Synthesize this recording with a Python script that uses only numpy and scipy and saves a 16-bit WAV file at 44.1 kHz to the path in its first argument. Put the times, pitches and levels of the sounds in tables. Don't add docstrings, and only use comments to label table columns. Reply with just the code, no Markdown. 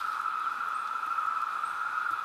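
import sys
import numpy as np
from scipy import signal
from scipy.io import wavfile

SR = 44100
rng = np.random.default_rng(int(sys.argv[2]) if len(sys.argv) > 2 else 0)


def gain_from_db(level_db):
    decades = np.asarray(level_db, float) / 20
    return 10 ** decades


def dump(signal):
    limited = np.clip(np.atleast_2d(signal).T, -1, 1)
    pcm = np.round(limited * 32767).astype(np.int16)
    wavfile.write(sys.argv[1], SR, pcm)


N = 98916


def rms_one(x):
    return x / np.sqrt(np.mean(x ** 2) + 1e-20)


def drift(rate_hz):
    r = np.exp(-2 * np.pi * rate_hz * 40 / SR)
    noise = rng.standard_normal(N // 40 + 2002)
    slow = signal.lfilter([1], [1, -2 * r, r * r], noise)[2000:]
    return np.interp(np.arange(N) / 40, np.arange(len(slow)), rms_one(slow))


def resonate(x, hz, width_hz):
    r = np.exp(-np.pi * width_hz / SR)
    b = (1 - r * r) / 2 * np.array([1, 0, -1])
    a = [1, -2 * r * np.cos(2 * np.pi * hz / SR), r * r]
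    return signal.lfilter(b, a, x + 1e-18)


def steep(x, hz, width_hz):
    return resonate(resonate(x, hz, width_hz), hz, width_hz)


def tymbal(swell_db):
    clicks_per_s, jitter, spread_db = 160, .25, 1
    chance = rng.standard_normal((1200, 2))
    mean_gap_s = (1 + .15 * rng.uniform(-1, 1)) / clicks_per_s
    gaps_s = mean_gap_s * np.exp(jitter * chance[:, 0])
    at = ((np.cumsum(gaps_s) - gaps_s[0] * rng.random()) * SR).astype(int)
    inside = at < N
    clicks = np.zeros(N)
    clicks[at[inside]] = gain_from_db(spread_db * chance[inside, 1])
    return clicks * gain_from_db(swell_db * drift(1.24))


def chorus():
    singers, song_hz, spread_hz, width_hz, song_db = 28, 1311.2, 56.3, 112, -35.5
    skirt_hz, skirt_width_hz, skirt_db = 1247, 255, -45.5
    flicker_db = 1.5
    # (time [s], level [dB])
    chorus_swell = [(0, -30.5), (.28, -35), (.56, -34), (.84, -32), (1.12, -35.5), (1.3, -31), (1.55, -34),
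                    (1.8, -33), (2.0, -31.5), (2.24, -35.5)]
    # (centre [Hz], width [Hz], level [dB])
    overtones = [(2538, 210, -58), (2406, 215, -64.5), (3452, 150, -65.5), (3910, 440, -65),
                 (1650, 38, -59)]
    detune = rng.standard_normal(singers)
    detune = rms_one(detune - detune.mean())
    clicks = [tymbal(swell_db=5) for _ in detune]
    crowd = sum(clicks)
    song = sum(steep(c, song_hz + spread_hz * d, width_hz) for c, d in zip(clicks, detune))
    effort_db = np.interp(np.arange(N) / SR, *np.transpose(chorus_swell))
    out = gain_from_db(song_db + effort_db - effort_db.mean()) * rms_one(song)
    out += gain_from_db(skirt_db) * rms_one(steep(crowd, skirt_hz, skirt_width_hz))
    for hz, overtone_width_hz, db in overtones:
        shifted = np.roll(crowd, int(rng.integers(N)))
        tone = rms_one(steep(shifted, hz, overtone_width_hz))
        out += gain_from_db(db + flicker_db * drift(3.4)) * tone
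    return out


def near_singers():
    width_hz, gain_db, lead_s = 60, -5.5, .003
    # (time [s], peak level [dB], abdomen pitch [Hz])
    surges = [(0.0605, -27, 1342), (0.0823, -21, 1282), (0.0997, -29, 1390), (0.176, -30, 1287),
              (0.2003, -23, 1296), (0.2344, -24.5, 1346), (0.2586, -18.5, 1309), (0.2814, -24, 1322),
              (0.32, -34, 1386), (0.338, -22, 1323), (0.3788, -25, 1279), (0.4135, -24.5, 1293),
              (0.4394, -27.5, 1304), (0.4687, -18.5, 1339), (0.5156, -21.5, 1347), (0.556, -32, 1380),
              (0.607, -22, 1370), (0.6823, -20.5, 1320), (0.7146, -33, 1390), (0.732, -27, 1348),
              (0.7535, -28, 1250), (0.7873, -26, 1300), (0.864, -29, 1363), (0.9126, -22, 1340),
              (0.954, -22, 1334), (0.9925, -27.5, 1378), (1.0276, -23, 1360), (1.0774, -25.5, 1284),
              (1.1075, -20.5, 1347), (1.1233, -20, 1332), (1.1817, -17, 1343), (1.2285, -23.5, 1291),
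              (1.273, -20, 1299), (1.3193, -26, 1362), (1.3703, -19, 1293), (1.4229, -20.5, 1352),
              (1.4627, -34, 1363), (1.49, -20, 1281), (1.527, -35, 1353), (1.557, -26, 1370),
              (1.5832, -24, 1236), (1.6366, -21.5, 1344), (1.7273, -30, 1299), (1.7674, -22.5, 1314),
              (1.8008, -20, 1364), (1.8143, -25, 1297), (1.8563, -21, 1387), (1.9019, -31, 1293),
              (1.927, -25, 1420), (1.954, -24, 1407), (1.9755, -23.5, 1317), (2.0624, -22, 1435),
              (2.0884, -19, 1372), (2.1326, -17.5, 1317), (2.1857, -19.5, 1303), (2.2102, -25, 1350)]
    out, t = np.zeros(N + SR), np.arange(SR // 10) / SR
    damping = np.pi * width_hz * t
    swell = damping * np.exp(1 - damping)
    for (s, db, hz), turn in zip(surges, rng.random(len(surges))):
        start = max(int((s - lead_s) * SR), 0)
        out[start:start + len(t)] += gain_from_db(db + gain_db) * swell * np.sin(2 * np.pi * (hz * t + turn))
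    return out[:N]


def sagging_singers():
    low_hz, high_hz, width_hz, level_db, cut_hz = 834.5, 1117, 130, -49, 630
    pitches_hz = np.geomspace(low_hz, high_hz, 12)
    voices = sum(steep(tymbal(swell_db=1.5), hz, width_hz) for hz in pitches_hz)
    high_pass = signal.butter(4, cut_hz, "high", fs=SR, output="sos")
    return gain_from_db(level_db) * rms_one(signal.sosfilt(high_pass, voices))


def glide(s, length_s, from_hz, to_hz, db, curl):
    u = np.clip((np.arange(N) / SR - s) / length_s, 0, 1)
    pitch_hz = from_hz + (to_hz - from_hz) * u ** curl
    envelope = np.sqrt(2 * np.sin(np.pi * u))
    return gain_from_db(db) * envelope * np.sin(2 * np.pi * np.cumsum(pitch_hz) / SR)


def bird_chips():
    # (time [s], start pitch [Hz], top pitch [Hz], level [dB], lateness of rise [exponent])
    chip_rows = [
        (0.742, 8110, 9400, -58.5, 5.0),
        (0.748, 8750, 9050, -63, 1.5),
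        (1.648, 8050, 9500, -55, 2.3),
    ]
    length_s = .0145
    return sum(glide(s, length_s, *row) for s, *row in chip_rows)


def far_whistles():
    # (time [s], length [s], start pitch [Hz], end pitch [Hz], level [dB])
    whistle_rows = [
        (.308, .018, 2950, 3200, -59),
        (.324, .016, 3200, 3000, -61),
        (.398, .03, 4000, 3650, -63),
        (.425, .05, 3700, 2800, -56),
        (.468, .036, 2540, 2120, -59),
    ]
    return sum(glide(*row, curl=0.86) for row in whistle_rows)


def trunks(x):
    smear_s = .003
    # (delay [s], level [dB])
    trunk_rows = [(.006, -4), (.021, -4), (.043, -6), (.060, -7), (.088, -7), (.111, -11), (.136, -12),
                  (.155, -12), (.182, -15)]
    t, echoes = np.arange(SR // 4) / SR, 0
    for (s, db), noise in zip(trunk_rows, rng.standard_normal((len(trunk_rows), len(t)))):
        smear = noise * np.exp(-((t - s) / smear_s) ** 2)
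        echoes = echoes + gain_from_db(db) * smear / np.sqrt(np.sum(smear ** 2))
    return signal.fftconvolve(x, echoes)[:N]


def wood(x):
    far_t60_s, near_t60_s, near_db = 1.0, .3, 2.0
    gap_s, sparse_db, level_db = .002, 2.0, 1.5
    t = np.arange(N) / SR
    decay = gain_from_db(-60 * t / far_t60_s) + gain_from_db(near_db - 60 * t / near_t60_s)
    echoes = rng.standard_normal(N) * gain_from_db(sparse_db * drift(60.0)) * decay * (t > gap_s)
    return gain_from_db(level_db) * signal.fftconvolve(x, echoes / np.sqrt(np.sum(echoes ** 2)))[:N]


def taps(rows, width_share):
    attack_s = .0006
    out, t = np.zeros(N + SR), np.arange(SR // 5) / SR
    for (s, db, hz, t60_s), noise in zip(rows, rng.standard_normal((len(rows), len(t)))):
        envelope = gain_from_db(-60 * t / t60_s) * np.minimum(t / attack_s, 1)
        burst = steep(noise * envelope, hz, width_share * hz)
        start = int(s * SR)
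        out[start:start + len(t)] += gain_from_db(db) * burst / np.abs(burst).max()
    return out[:N]


def leaf_ticks():
    # (time [s], peak level [dB], centre [Hz], t60 [s])
    tick_rows = [(.097, -55, 13000, .006), (.2129, -44.5, 12000, .006), (.3975, -44, 11000, 0.013),
                 (.421, -53, 13000, .006), (.476, -52, 13000, .006), (.521, -48, 13000, .006),
                 (.6863, -41.5, 12500, 0.0074), (.872, -51, 11900, .01), (1.062, -45, 12500, 0.032),
                 (1.1952, -45, 12000, .005), (1.2625, -52, 11000, 0.034), (1.4167, -45, 11500, 0.027),
                 (1.484, -50, 13000, .006), (1.716, -58, 12500, .01), (2.1076, -44.5, 10000, 0.027),
                 (2.116, -48, 12800, .06), (2.125, -50, 12800, 0.06), (2.134, -55, 12000, .03),
                 (2.195, -53, 10500, .01)]
    return taps(tick_rows, width_share=.9)


def twig_knocks():
    # (time [s], peak level [dB], centre [Hz], t60 [s])
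    knock_rows = [
        (.143, -43, 2400, .06),
        (.144, -48, 3900, .05),
        (.872, -44, 3400, .05),
        (.873, -48, 5000, .04),
        (1.264, -51, 3900, .035),
        (1.350, -50, 3400, .04),
        (1.417, -47, 4000, .035),
        (2.110, -47, 4000, .05),
    ]
    return taps(knock_rows, width_share=.6)


def rustle():
    grains_per_s = 4500
    # (centre [Hz], width [Hz], level [dB])
    rustle_bands = [(3630, 3000, 1), (8650, 4800, -5), (11800, 5800, -7)]
    # (time [s], level [dB])
    rustle_level = [(0, -53), (.03, -57), (.15, -55.5), (.24, -67), (.35, -88), (2.3, -116)]
    hits = rng.random(N) < grains_per_s / SR
    grains = hits * rng.standard_normal(N) * gain_from_db(0.97 * drift(30.0))
    rubbed = sum(gain_from_db(db) * rms_one(steep(grains, hz, width_hz)) for hz, width_hz, db in rustle_bands)
    return gain_from_db(np.interp(np.arange(N) / SR, *np.transpose(rustle_level))) * rubbed


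def leaves():
    dull_hz = 12900
    low_pass = signal.butter(2, dull_hz, fs=SR, output="sos")
    return signal.sosfilt(low_pass, leaf_ticks() + twig_knocks() + rustle())


def stem_thumps():
    swell_s, gain_db = .0093, 8
    # (time [s], peak level [dB], pitch [Hz], t60 [s])
    thump_rows = [
        (.002, -58, 71, 0.06),
        (0.578, -57, 252, 0.11),
        (0.671, -61, 92, 0.083),
        (0.869, -56, 198, 0.045),
        (1.063, -53, 313, .09),
        (1.071, -59, 90, 0.08),
        (1.418, -64, 121, 0.081),
        (1.731, -67, 66.6, 0.2),
        (2.104, -48, 311, 0.076),
        (2.107, -61, 113, 0.18),
    ]
    out, t = np.zeros(N + SR), np.arange(SR // 4) / SR
    for s, db, hz, t60_s in thump_rows:
        envelope = gain_from_db(db + gain_db - 60 * t / t60_s) * (1 - np.exp(-t / swell_s))
        start = int(s * SR)
        out[start:start + len(t)] += envelope * np.sin(2 * np.pi * hz * t)
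    return out[:N]


def hush():
    level_db, patchy_db = -53, 1.0
    # (frequency [Hz], density [dB per Hz])
    hush_spectrum = [(30, -16.5), (110, -5), (500, 1), (2000, 1), (4500, -6.5), (7000, -13.5), (12000, -16),
                     (15600, -32)]
    hz, db = np.transpose(hush_spectrum)
    edges_hz = 20 * 2 ** np.arange(0, 10.1, 1 / 3)
    out, together, white = 0, drift(6.0), rng.standard_normal((2, N))
    for k, (low_hz, high_hz) in enumerate(zip(edges_hz, edges_hz[1:])):
        band_pass = signal.butter(2, [low_hz, high_hz], "band", fs=SR, output="sos")
        band = signal.sosfilt(band_pass, white[k % 2])
        band_db = np.interp(np.log(low_hz * high_hz) / 2, np.log(hz), db)
        out = out + gain_from_db(band_db + patchy_db * (0.47 * together + drift(6.1))) * band
    return gain_from_db(level_db) * rms_one(out)


def scene():
    throb_db, throb_hz, whistle_echo_db = .3, 35, -27
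    insects = chorus() * gain_from_db(throb_db * drift(throb_hz)) + near_singers() + sagging_singers()
    chips, far = bird_chips(), far_whistles()
    birds = chips + trunks(chips) + far + wood(chips + gain_from_db(whistle_echo_db) * far)
    return (insects + birds + leaves() + stem_thumps() + hush())[None]


def top_cut(x):
    return signal.sosfilt(signal.butter(12, 15730, fs=SR, output="sos"), x)


def record(dry):
    return top_cut(dry)


dry = scene()
out = record(dry)
dump(out)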